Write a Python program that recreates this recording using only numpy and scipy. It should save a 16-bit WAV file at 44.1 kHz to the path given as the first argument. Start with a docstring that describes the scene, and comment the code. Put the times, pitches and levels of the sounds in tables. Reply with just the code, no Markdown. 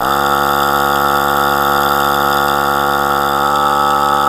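"""A dull room background, a faint hiss and grinding metal are there at once; then come the pops of an engine.
An electric starter spins a small model engine at about 70 turns a second, close up; it does not fire.
Each turn the exhaust port lets out a puff that rings as a hollow pop; about half a turn later the piston
knocks the crankcase, loose metal rattles in runs of tiny impacts, and air hisses as shaped noise.
The microphone draws back, and near the end the load eases: the shaft speeds up and the pop changes colour."""
import sys
import numpy as np
from scipy import signal
from scipy.fft import rfft, irfft
from scipy.io import wavfile

SR = 44100
rng = np.random.default_rng(int(sys.argv[2]) if len(sys.argv) > 2 else 0)


def wav_record(signal):
    """Record a signal, one row per channel, as 16-bit PCM in the file named by sys.argv[1]."""
    frames = np.transpose(np.atleast_2d(signal))
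    bounded = np.clip(frames, -1, 1)
    # unit amplitude maps onto the largest positive 16-bit level
    quanta = np.round(bounded * 32767).astype(np.int16)
    wavfile.write(sys.argv[1], SR, quanta)


N = 189012
TIME = np.arange(N) / SR  # s


def gain_of(db):
    """Logarithmic level: 20 dB is a tenfold amplitude."""
    return 10 ** (np.asarray(db) / 20)


def evened(x):
    """Normalisation: scales a signal to an rms of one."""
    return x / np.sqrt(np.mean(x ** 2) + 1e-20)


def curve(rows):
    """Linear interpolation: a timed table, at every sample."""
    return np.interp(TIME, *np.transpose(rows))


def wander(low_hz, high_hz):
    """Band-limited noise: random motion between two rates, rms one."""
    hz = np.fft.rfftfreq(N, 1 / SR)
    band = (hz > low_hz) / (1 + (hz / high_hz) ** 4)
    return evened(irfft(rfft(rng.standard_normal(N)) * band, N))


def colour(x, db_at, size=8192):
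    """Minimum-phase filtering with gain db_at(Hz) in dB: a body rings after a blow, never before."""
    level_db = np.maximum(db_at(abs(np.fft.fftfreq(size, 1 / SR))), -100)
    log_gain = np.log(gain_of(level_db))
    # the Hilbert transform of the log gain gives the phase of a causal ring
    ring = np.fft.ifft(np.exp(np.conj(signal.hilbert(log_gain)))).real
    return signal.oaconvolve(x, ring[:size // 2])[:N]


def spectrum(points):
    """Spectral envelope: a gain rule that joins (frequency [Hz], level [dB]) points on a log axis."""
    hz, db = np.transpose(points)
    return lambda f: np.interp(np.log(f + 1), np.log(hz + 1), db)


def resonances(modes, order=3):
    """Modal summation: the powers of steep-sided modes add, with deep valleys between them."""
    def db_at(f):
        power = sum(gain_of(db) ** 2 / (1 + ((f - hz) / width) ** 2) ** order for hz, width, db in modes)
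        return 10 * np.log10(power)
    return db_at


# crank angles [turns]: port opens, piston knocks, play rattles, air whistles
PORT_AT, KNOCK_AT, RATTLE_AT, WHISTLE_AT = .311, .781, .805, .01


def passes(turns, angle):
    """Phase crossing: the times at which the crank passes an angle [turns]."""
    return np.interp(np.arange(angle % 1, turns[-1], 1), turns, TIME)


def blows(times, db):
    """Impulsive excitation at exact times, each impulse shared between two samples."""
    at = np.clip(times * SR, 0, N - 2)
    first, part = at.astype(int), at % 1
    out = np.zeros(N)
    np.add.at(out, first, gain_of(db) * (1 - part))
    np.add.at(out, first + 1, gain_of(db) * part)
    return out


def bursts(times, db, hold, decay):
    """Amplitude modulation: noise starts at each time, holds and dies away exponentially [s]."""
    t = TIME[:SR // 20]
    power = np.exp(-2 * np.maximum(t - hold, 0) / decay)
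    total_power = abs(signal.oaconvolve(blows(times, 2 * db), power)[:N])  # doubled dB: power, not amplitude
    return evened(np.sqrt(total_power) * rng.standard_normal(N))


# the spin-up begins this far short of speed [turns/s] and closes the gap with this time constant [s]
SHORT_HZ, SPIN_UP_S = 18.26, .04


def spin_up():
    """Exponential relaxation: the share of the spin-up still to come, one at the start, soon zero."""
    return np.exp(-TIME / SPIN_UP_S)


# microphone drawing back from the engine: (time [s], share of the way [0-1])
MIC_AWAY = [(2.4, 0.4), (2.7, 0.67), (3.3, 0.91), (4.29, 1)]
# easing of the load: (time [s], easing [0-1])
LOAD_EASE = [(3.3, 0.15), (3.52, 0.82)]


def level(db, start_db, away_db, eased_db):
    """Additive gains in dB, as the shaft spins up, the microphone draws back and the load eases."""
    return gain_of(db + start_db * spin_up() + away_db * curve(MIC_AWAY) + eased_db * curve(LOAD_EASE))


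# limit of the random swell [dB], rate above which it falls away [Hz], limit of the extra jolt [dB]
SHAKE_DB, SHAKE_HZ, JOLT_DB = 1.5, 3.6, 2.5
JOLT_HZ_PER_S = 4.3  # acceleration at which the jolt levels off [turns/s per s]


def shaking(speed):
    """Forced vibration on the mount: swells at random within limits, and more as the shaft speeds up."""
    gathering = np.maximum(np.gradient(speed, TIME), 0)
    jolt = np.tanh(gathering / JOLT_HZ_PER_S)
    swell = np.tanh(wander(1, SHAKE_HZ))
    return gain_of(SHAKE_DB * swell + JOLT_DB * jolt)


FLUTTER_S = .00007  # stray from even turning, before the shake scales it [s rms]


def crank(speed, shake, slow_hz=6, fast_hz=17):
    """Phase integration: speed adds up to angle [turns], slightly ahead and behind as the engine shakes."""
    stray = FLUTTER_S * shake * wander(slow_hz, fast_hz)
    return np.cumsum(speed) / SR + speed * stray


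# room background: (frequency [Hz], relative level [dB per Hz])
ROOM_SPECTRUM = [(15, -8), (55, -7), (100, -11), (300, -5), (1200, -11.5), (2300, -14), (15000, -28.5)]


def room(level_db=-41):
    """Stationary coloured noise: a dull, steady background."""
    return gain_of(level_db) * evened(colour(rng.standard_normal(N), spectrum(ROOM_SPECTRUM)))


# air squeezed past the piston: (frequency [Hz], relative level [dB per Hz])
HISS_SPECTRUM = [(4000, -50), (9000, -24), (10850, -18), (11350, -1), (12550, -2), (12950, -10),
                 (13300, -9), (13600, -2), (14800, -3), (15200, -10), (15800, -25)]
# thin whistles in that air: (frequency [Hz], width [Hz], relative level [dB])
WHISTLE_MODES = [(11700, 120, -5), (12305, 30, -5), (14470, 70, 0)]
# hiss: (at full speed [dB], change at start of spin-up [dB], when drawn back [dB], when eased [dB])
HISS_LEVELS = (-33.5, -3, -1.5, -5)
# whistles swell, then fade as the microphone leaves their path: (time [s], level [dB])
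WHISTLE_LEVELS = [(0, -39), (.6, -34.5), (1.4, -34.5), (1.85, -31.5), (2.45, -36), (2.7, -45), (4.29, -44)]


def leak(turns, spread_db=0.1, steady_db=-8):
    """Turbulent flow noise: compressed air hisses past the piston at each stroke's top, then whistles."""
    def gusts(angle, hold, decay):
        """Periodic modulation: one noise burst a turn, at the given crank angle."""
        times = passes(turns, angle)
        return bursts(times, spread_db * rng.standard_normal(len(times)), hold, decay)
    air = gusts(RATTLE_AT, hold=.0042, decay=.003)
    air = air + gain_of(steady_db) * rng.standard_normal(N)
    hiss = evened(colour(air, spectrum(HISS_SPECTRUM)))
    squeeze = gusts(WHISTLE_AT, hold=.001, decay=.0018)
    whistle = evened(colour(squeeze, resonances(WHISTLE_MODES, order=2)))
    return level(*HISS_LEVELS) * hiss + gain_of(curve(WHISTLE_LEVELS)) * whistle


def bounces(times, clack_db, modes, spread_db, fade_db, grind_db, gap_s=.0003, count=24):
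    """Repeated impact: fading runs of tiny hits, over faint steady grinding, ring the modes of one part."""
    ordinary_db = spread_db * np.minimum(rng.standard_normal(len(times)), 1.3)
    size_db = np.where(clack_db > 0, clack_db, ordinary_db)
    hit_times = times[:, None] + gap_s * (np.arange(count) + rng.random((len(times), count)))
    hit_db = size_db[:, None] - fade_db * np.arange(count)
    hits = evened(blows(hit_times.ravel(), hit_db.ravel()))
    grinding = gain_of(grind_db) * rng.standard_normal(N)
    return colour(hits + grinding, resonances(modes))


# cylinder and fins, shaken by the rod: (frequency [Hz], width [Hz], relative level [dB])
FIN_MODES = [(2790, 220, -8), (3260, 380, -8.5), (3550, 184, 2)]
# starter gears: (frequency [Hz], width [Hz], relative level [dB])
GEAR_MODES = [(4690, 134, -9), (4865, 84, -2.5), (5224, 295, -10.5), (6715, 500, -13), (7636, 270, -8.5),
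              (8530, 930, -16.5), (10010, 470, -16.5)]
# hardest clacks of the loose parts: (time [s], level above an ordinary turn [dB])
HARD_CLACKS = [(0.956, 5.2), (2.327, 5.8), (2.482, 5.2), (3.556, 5.1), (3.904, 6.4)]
# rattle: (at full speed [dB], change at start of spin-up [dB], when drawn back [dB], when eased [dB])
RATTLE_LEVELS = (-26, -6, -4, 1)
CLACK_SHARE, CLACK_DB = .05, 4.5  # chance clacks: share of the turns, level above an ordinary turn [dB]


def rattle(turns, low_hz=2570):
    """Backlash: as the load reverses, rod and gears take up their play, shake the metal and may clack."""
    times = passes(turns, RATTLE_AT)
    clack_db = CLACK_DB * (rng.random(len(times)) < CLACK_SHARE)
    for s, db in HARD_CLACKS:
        clack_db[np.argmin(abs(times - s))] = db
    fins = bounces(times, clack_db, FIN_MODES, spread_db=1.3, fade_db=0.74, grind_db=-4.0)
    gears = bounces(times, clack_db, GEAR_MODES, spread_db=0.9, fade_db=.5, grind_db=-2.5)
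    small_parts = signal.butter(10, low_hz, "high", fs=SR, output="sos")  # too small to radiate low notes
    return level(*RATTLE_LEVELS) * evened(signal.sosfilt(small_parts, fins + gears))


# pop under load: (multiple of the shaft speed, relative level [dB])
LOADED_ORDERS = [(1, -9), (2, -6), (3, -3.5), (4, -4), (5, -2), (6, -18), (7, -2.5), (8, -5.5), (9, -8),
                 (10, 2.8), (11, -5.5), (12, 3), (13, -8), (14, -5.5), (15, -8.5), (16, 3.5), (17, 1),
                 (18, -2), (19, -1), (20, 5.5), (21, -5), (22, -17), (23, -6.5), (24, -29), (25, -6),
                 (26, -15), (27, -19), (28, -24), (29, -24), (30, -73)]
# pop running freely: (multiple of the shaft speed, relative level [dB])
FREE_ORDERS = [(1, -14.5), (2, -10.5), (3, -7.5), (4, -6), (5, -8), (6, -21.5), (7, -5.5), (8, -4.5),
               (9, -12), (10, -8), (11, 3.5), (12, 5.5), (13, -7.5), (14, -6.5), (15, -10), (16, 3),
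               (17, 0), (18, 7), (19, -10.5), (20, -8.5), (21, -7), (22, -33), (23, -12.5), (24, -21),
               (25, -19), (26, -49), (27, -55), (28, -40), (29, -33), (30, -52)]
# pop: (at full speed [dB], change at start of spin-up [dB], when drawn back [dB], when eased [dB])
POP_LEVELS = (-16.5, -5, -2, 3)
LOADED_HZ, FREE_HZ = 70.75, 71.6  # shaft speeds that place the two pop spectra [turns/s]
# hollow cylinder note: pitch [Hz], width [Hz], level before its fade [dB], time to fall to 1/e [s]
HOLLOW_HZ, HOLLOW_WIDTH_HZ, HOLLOW_DB, LABOUR_S = 752, 140, -23.5, 0.071


def exhaust(turns, spread_db=0.4):
    """Source and filter: one puff a turn as the port opens, ringing in the cylinder and exhaust stub."""
    times = passes(turns, PORT_AT)
    puffs = blows(times, spread_db * rng.standard_normal(len(times)))
    body = signal.butter(6, 1200, fs=SR, output="sos")

    def voiced(orders, shaft_hz):
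        """Spectral shaping: puffs take the order levels, then an even strength below 1200 Hz."""
        peaks = [(k * shaft_hz, db) for k, db in orders]
        pop = colour(puffs, spectrum([(7.3, 2)] + peaks + [(2400, -53.5), (4000, -71.5)]))
        return pop / np.std(signal.sosfilt(body, pop))
    ease = np.clip(curve(LOAD_EASE), 0, 1)
    pops = (1 - ease) * voiced(LOADED_ORDERS, LOADED_HZ) + ease * voiced(FREE_ORDERS, FREE_HZ)
    cavity = resonances([(HOLLOW_HZ, HOLLOW_WIDTH_HZ, 0)], order=2)
    hollow = gain_of(HOLLOW_DB) * evened(colour(puffs, cavity))
    labour = np.exp(-(TIME / LABOUR_S) ** 2)  # the laboured strokes of the spin-up
    return level(*POP_LEVELS) * pops + labour * hollow


# crankcase, struck by the piston: (frequency [Hz], width [Hz], relative level [dB])
CASE_MODES = [(502, 70.5, -4.5), (783, 34, 0.5), (1300, 103.6, -3.5), (1338, 35.5, -4), (1732, 83, -22),
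              (1968, 47, -28)]
# knock: (at full speed [dB], change at start of spin-up [dB], when drawn back [dB], when eased [dB])
KNOCK_LEVELS = (-19.5, -5, -1, 0.5)


def piston(turns, shake, jitter_s=.00005, spread_db=1.27, chatter_db=-4, chatter_spread_db=3):
    """Impact excitation: the piston rocks over at its top, knocks the crankcase, then chatters briefly."""
    times = passes(turns, KNOCK_AT)
    late, size, loose = rng.standard_normal((len(times), 3)).T
    stray = jitter_s * np.interp(times, TIME, shake)
    knock = colour(blows(times + stray * late, spread_db * size), resonances(CASE_MODES, order=2))
    scuffs = bursts(times, chatter_spread_db * np.minimum(loose, 1), hold=.003, decay=.003)
    chatter = colour(scuffs, resonances(CASE_MODES[2:], order=2))  # too brief and light to move the low modes
    return level(*KNOCK_LEVELS) * (evened(knock) + gain_of(chatter_db) * evened(chatter))


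# speed the starter can hold against the load, before the spin-up shortfall: (time [s], speed [turns/s])
HELD_SPEED = [(.9, 70.64), (1.35, 70.88), (1.8, 70.77), (3.0, 70.74), (3.38, 70.27), (3.53, 72.45),
              (3.66, 71.72), (4.29, 71.5)]


def scene():
    """Superposition: the engine sounds follow one crank and add to the room at one close microphone."""
    speed = curve(HELD_SPEED) - SHORT_HZ * spin_up()
    shake = shaking(speed)
    turns = crank(speed, shake)
    mix = room() + leak(turns) + rattle(turns) + exhaust(turns) + piston(turns, shake)
    return mix[None]


EDGE_HZ = 15800  # upper band limit


def record(dry, knee=0.98):
    """Transduction: no steady pressure passes, peaks saturate near full scale, then the band is limited."""
    dry = signal.sosfilt(signal.butter(1, 5, "high", fs=SR, output="sos"), dry)
    over = np.maximum(abs(dry) - knee, 0)
    rounded = (1 - knee) * np.tanh(over / (1 - knee))
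    held = dry - np.sign(dry) * (over - rounded)
    band = signal.firwin(511, EDGE_HZ, window=("kaiser", 9), fs=SR)
    return signal.oaconvolve(held, band[None], "same")


dry = scene()
out = record(dry)
wav_record(out)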